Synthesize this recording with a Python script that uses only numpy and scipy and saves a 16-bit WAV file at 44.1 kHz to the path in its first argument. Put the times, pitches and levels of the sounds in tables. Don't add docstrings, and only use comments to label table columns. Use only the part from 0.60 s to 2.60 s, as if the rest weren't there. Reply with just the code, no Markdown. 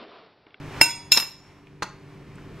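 import sys
import numpy as np
from scipy import signal
from scipy.fft import rfft, irfft
from scipy.io import wavfile
from scipy.ndimage import uniform_filter1d

SR = 44100
rng = np.random.default_rng(int(sys.argv[2]) if len(sys.argv) > 2 else 0)


def file_out(sig):
    cols = np.atleast_2d(sig).T
    lim = np.clip(cols, -1, 1)
    pcm = np.round(lim * 32767).astype(np.int16)
    wavfile.write(sys.argv[1], SR, pcm)


N = 88200

RINGING_HZ = [905, 945, 1160, 1470, 1521, 2130, 2279, 2719, 3418, 3858, 3896, 4912, 5147, 5274, 5445, 6627,
              6960, 8535, 8574, 9190, 10640, 10792, 11171, 11737, 12454, 12900, 13514, 14570]
# frequency in Hz, relative level in dB.
COUNTER_COLOUR = [(70, -33.5), (170, -7), (350, -6), (560, -3.5), (750, -4), (900, 3), (1200, 0),
                  (1900, -1), (4000, -15), (12000, -45)]
THUD_T60_S = 0.035
CHATTER_PER_S = 2000
RING_ROOM_DB, CLACK_ROOM_DB = -16.5, -13.5


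def lid(hits, modes, clack_colour, clack_t60, chatter, damping):
    times, ring_db, clack_db, thud_db = np.array(hits).T
    start, hold, release, chatter_ring_db, chatter_clack_db = chatter
    note = contact_ring(modes)
    ticks = chatter_ticks(start, hold, release)

    blows = np.bincount((times * SR).astype(int), undb(ring_db), N)
    light_ticks = signal.lfilter([1, -0.98], 1, ticks)
    ring = signal.fftconvolve(blows + undb(chatter_ring_db) * light_ticks, note)[:N] * damping

    clacks = contacts(times, clack_db, clack_t60, clack_colour)
    chatter_clacks = colour(ticks, clack_colour) * undb(chatter_clack_db) * np.sqrt(SR / CHATTER_PER_S)
    thuds = contacts(times, thud_db, THUD_T60_S, COUNTER_COLOUR)
    return room(ring, RING_ROOM_DB) + room(clacks + chatter_clacks + thuds, CLACK_ROOM_DB)


def contact_ring(modes, sway_db=4.5, sway_s=0.025):
    t = np.arange(N // 2) / SR
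    sways = rng.standard_normal((len(RINGING_HZ), 64))
    knots = sway_s * np.arange(sways.shape[1])
    note = np.zeros(len(t))
    for hz, (t60, db), sway in zip(RINGING_HZ, modes, sways):
        level = np.interp(t, knots, undb(db + sway_db * sway * (knots > 0)))
        note += level * undb(-60 * t / t60) * np.sin(2 * np.pi * hz * t)
    return note


def chatter_ticks(start, hold, release):
    ticks = (rng.random(N) < CHATTER_PER_S / SR) * rng.standard_normal(N)
    return ticks * at(np.concatenate([np.ones(int(hold * SR)), fade(release)]), start)


# start in seconds, then ring, clack and thud levels in dB.
RIM_HITS = [(.2088, -29.5, -28.5, -34.5), (.2131, 1, -2, -20.5), (.2152, -20, -7, -24)]
# time to fall by 60 dB in seconds, level in dB.
RIM_RING = [(0.044, -13.5), (0.55, -34), (0.17, -57), (0.22, -28.5), (0.18, -24), (0.02, -5), (.37, -28),
            (0.16, -9.5), (1.1, -44), (0.31, -34), (.35, -30.5), (0.69, -35), (.18, -13), (.3, -43),
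            (0.25, -40.5), (0.8, -40), (0.37, -27.5), (0.38, -36.5), (0.13, -17.5), (0.51, -48),
            (0.48, -43), (.22, -30.5), (.25, -52.5), (0.16, -27), (.22, -38), (.18, -40.5), (.19, -33),
            (.2, -41.5)]
# frequency in Hz, relative level in dB.
RIM_CLACK = [(70, -21), (125, -8), (200, -18), (330, -2), (480, -18.5), (700, -16.5), (900, 8),
             (1130, -28.5), (1750, -10.5), (2200, 6), (2750, -5.5), (3300, -9.5), (4600, -12), (5200, 8.5),
             (6000, -20), (7000, -11.5), (8600, -12), (9900, -33), (11000, -24), (13500, -27.5),
             (16000, -41.5)]
# start in seconds, hold in seconds,
# time to fall by 60 dB afterwards in seconds, ring level in dB, clack level in dB.
RIM_CHATTER = (.275, .035, .07, -41, -50)


def rim_strike():
    return lid(RIM_HITS, RIM_RING, RIM_CLACK, clack_t60=0.019, chatter=RIM_CHATTER, damping=0.88)


# start in seconds, then ring, clack and thud levels in dB.
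DROP_HITS = [(.5160, -32.5, -24, -45.5), (.5195, -0.5, -6, -34), (.5250, -15.5, -12.5, -32.5),
             (.5470, -15.5, -27, -31), (.5670, -25.5, -23.5, -23), (.5732, -16.5, -9, -19),
             (.5810, -19, -20, -23), (.5995, -16, -19, -28.5), (.6240, -17, -32.5, -30.5)]
# time to fall by 60 dB in seconds, level in dB.
DROP_RING = [(.03, -38), (0.44, -37), (.9, -52), (.35, -33), (.25, -45), (.022, -30.5), (.35, -37),
             (0.15, -15), (.3, -30), (0.38, -29.5), (.35, -35.5), (0.34, -31), (0.19, -11.5), (.27, -32.5),
             (.9, -32.5), (0.36, -43), (0.54, -24), (.4, -46), (0.32, -29.5), (.28, -45), (.22, -54),
             (0.22, -27), (.2, -33), (.22, -31), (.17, -34), (0.32, -34.5), (.2, -27), (.15, -43)]
# frequency in Hz, relative level in dB.
DROP_CLACK = [(300, -28.5), (1500, -27), (2400, -0.5), (3300, -11), (4050, 3), (4600, -16.5), (5300, 10.5),
              (6100, -19), (7000, -1.5), (7800, -29.5), (9000, -10.5), (9900, -42.5), (10900, -23),
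              (13500, -22.5), (15600, -30), (16400, -43.5)]
# start in seconds, hold in seconds,
# time to fall by 60 dB afterwards in seconds, ring level in dB, clack level in dB.
DROP_CHATTER = (.526, .06, .18, -35, -31)
SETTLE_S, SETTLE_TAKES_S, SETTLE_DB = 0.625, 0.035, -10


def drop():
    settled = np.clip((np.arange(N) / SR - SETTLE_S) / SETTLE_TAKES_S, 0, 1)
    return lid(DROP_HITS, DROP_RING, DROP_CLACK, clack_t60=0.028, chatter=DROP_CHATTER,
               damping=undb(SETTLE_DB * settled))


# start in seconds, knock level in dB, steel click level in dB.
SPOON_HITS = [(1.2232, -18, -30.5), (1.2282, -40.5, -28.5), (1.2316, -30.5, -29), (1.2400, -29.5, -42)]
# frequency in Hz, time to fall by 60 dB in seconds, level in dB.
KNOCK_MODES = [(178.1, 0.099, -22.5), (746, .04, -24), (1033, 0.053, -5), (1269, .055, -8),
               (1420, 0.026, -7.5), (1585, 0.037, -10), (1867, 0.0284, -15), (4320, 0.073, -23)]
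# frequency in Hz, relative level in dB.
KNOCK_COLOUR = [(70, -26.5), (180, -3.5), (280, -9.5), (420, -8), (720, -6), (830, 0), (1030, -5),
                (1400, -5.5), (2000, -12.5), (2400, -25), (5000, -26), (14000, -56)]
# frequency in Hz, relative level in dB.
CLICK_COLOUR = [(500, -13.5), (1800, -2), (2800, 0), (3500, -2), (4350, 6), (5300, -9), (6400, 1),
                (7600, -12.5), (8700, -12.5), (10000, -20), (12800, -24), (14500, -43)]
KNOCK_T60_S, CLICK_T60_S = 0.044, 0.032
KNOCK_NOISE_DB = -4.5
SPOON_ROOM_DB = -12


def spoon():
    times, knock_db, click_db = np.array(SPOON_HITS).T
    t = np.arange(N) / SR
    note = sum(undb(db) * fade(t60) * np.sin(2 * np.pi * hz * t) for hz, t60, db in KNOCK_MODES)
    knocks = sum(undb(db) * at(note, s) for s, db in zip(times, knock_db))
    knock_noise = contacts(times, knock_db + KNOCK_NOISE_DB, KNOCK_T60_S, KNOCK_COLOUR)
    clicks = contacts(times, click_db, CLICK_T60_S, CLICK_COLOUR)
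    return room(knocks + knock_noise + clicks, SPOON_ROOM_DB)


# start in seconds, resonance in Hz, level in dB.
TAPS = [(1.070, 2410, -49), (1.609, 560, -46.5), (1.756, 7820, -60), (1.781, 1508, -41.5)]
TAP_T60_S, TAP_SKIRT_DB = 0.032, -26


def taps():
    touches = np.zeros(N)
    for s, hz, db in TAPS:
        resonance = [(hz / 2, TAP_SKIRT_DB), (hz, 0), (hz * 2, TAP_SKIRT_DB), (hz * 10, TAP_SKIRT_DB * 2)]
        touches += contacts([s], [db], TAP_T60_S, resonance)
    return room(touches, SPOON_ROOM_DB)


# time in seconds, then hum, rumble and hiss levels in dB.
BACKGROUND = [(0, -39.5, -41, -45.5), (0.202, -43, -40.5, -41.5), (.26, -53, -51, -59),
              (.5, -49, -50.5, -53), (.75, -58, -58, -58), (1.1, -53.5, -53.5, -60.5),
              (1.4, -50, -51, -57.5), (1.65, -50, -47.5, -57), (1.85, -48, -44.5, -55),
              (2, -48.5, -44, -50.5)]
# frequency in Hz, relative level in dB, around which it wavers.
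HUM = [(96, -9.5), (146, -3), (192, -13), (289, -6.5), (386, -8), (1780, -22.5), (2360, -26.5)]
# frequency in Hz, relative level in dB.
RUMBLE_COLOUR = [(25, -4), (38, -1), (65, -3), (95, 1.5), (150, 3), (230, -4), (330, -4.5), (430, -5),
                 (560, -17), (900, -38.5), (3000, -56)]
# frequency in Hz, relative level in dB.
HISS_COLOUR = [(200, -20), (550, 2), (1050, 4.5), (1500, -0.5), (2400, -0.5), (3500, -9.5), (5500, -14.5),
               (8000, -21.5), (10000, -25.5), (14000, -31), (16000, -40.5)]


def kitchen(waver_db=0.5, wander_rad=0.6, waver_per_s=14, flicker_db=-1.63):
    t = np.arange(N) / SR
    times, *levels = np.array(BACKGROUND).T
    hum_gain, rumble_gain, hiss_gain = (undb(np.interp(t, times, db)) for db in levels)
    hum = np.zeros(N)
    for hz, db in HUM:
        level = np.sqrt(2) * undb(db + waver_db * walk(waver_per_s))
        hum += level * np.sin(2 * np.pi * hz * t + wander_rad * walk(waver_per_s))
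    rumble = colour(rng.standard_normal(N), RUMBLE_COLOUR)
    hiss = colour(rng.standard_normal(N), HISS_COLOUR) * undb(flicker_db * walk(waver_per_s))
    return hum_gain * hum + rumble_gain * rumble + hiss_gain * hiss


ROOM_T60_S, ROOM_TREBLE_T60_S, ROOM_LAG_S = 0.42, 0.23, 0.007


def room(x, wet_db, split_hz=7000):
    noise = rng.standard_normal(N)
    low = signal.sosfiltfilt(signal.butter(2, split_hz, fs=SR, output="sos"), noise)
    tail = at(low * fade(ROOM_T60_S) + (noise - low) * fade(ROOM_TREBLE_T60_S), ROOM_LAG_S)
    return x + undb(wet_db) * signal.fftconvolve(x, tail / np.linalg.norm(tail))[:N]


# frequency in Hz, side level against the middle in dB.
WIDTH = [(60, -27), (400, -14.5), (1300, -15), (2700, -15), (4600, -5.5), (8000, -7.5), (14000, 2.5)]
DIFFUSE_DB, LEAN_DB = -30, 0.4


def ports(x, size=96, shadow=0.32):
    hz = np.arange(N + 1) * SR / (2 * N)
    knots = np.linspace(0, SR / 2, size)
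    turn = np.interp(hz, knots, rng.choice([-1, 1], size))
    tilt = np.interp(hz, knots, rng.standard_normal(size))
    near = rng.standard_normal(N) * fade(ROOM_TREBLE_T60_S)
    reflections = undb(DIFFUSE_DB) * rfft(near / np.linalg.norm(near), 2 * N)
    apart = (1j * unit(turn) + shadow * tilt) * gains(WIDTH, hz) + reflections
    side = irfft(rfft(x, 2 * N) * apart)[:N]
    return np.array([(x + side) * undb(-LEAN_DB / 2), (x - side) * undb(LEAN_DB / 2)])


def contacts(times, levels_db, t60, points):
    bursts = sum(undb(db) * at(even_noise() * fade(t60), s) for s, db in zip(times, levels_db))
    return colour(bursts, points)


def even_noise(size=256):
    phases = 2j * np.pi * rng.random((N // size + 1, size // 2 + 1))
    return unit(irfft(np.exp(phases), axis=1).ravel()[:N])


def colour(x, points):
    cepstrum = irfft(np.log(unit(gains(points, np.arange(N + 1) * SR / (2 * N)))))
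    cepstrum[1:N] *= 2
    cepstrum[N + 1:] = 0
    return irfft(rfft(x, 2 * N) * np.exp(rfft(cepstrum)))[:N]


def gains(points, hz):
    f, db = np.array(points).T
    return undb(np.interp(np.log(np.maximum(hz, 1)), np.log(f), db))


def walk(rate):
    k = int(SR / rate)
    steps = np.repeat(rng.standard_normal(N // k + 1), k)
    return unit(uniform_filter1d(uniform_filter1d(steps, k), k)[:N])


def fade(t60):
    return np.exp(-np.log(1000) * np.arange(N) / SR / t60)


def at(x, s):
    return np.concatenate([np.zeros(int(s * SR)), x])[:N]


def undb(db):
    return 10 ** (np.asarray(db) / 20)


def unit(x):
    return x / np.sqrt(np.mean(x ** 2))


def scene():
    return ports(rim_strike() + drop() + spoon() + taps() + kitchen())


CEILING, TOP_HZ = 0.95, 16000


def record(dry):
    clipped = np.clip(dry, -CEILING, CEILING)
    return signal.sosfilt(signal.ellip(8, 0.2, 80, TOP_HZ, fs=SR, output="sos"), clipped)


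dry = scene()
out = record(dry)
file_out(out)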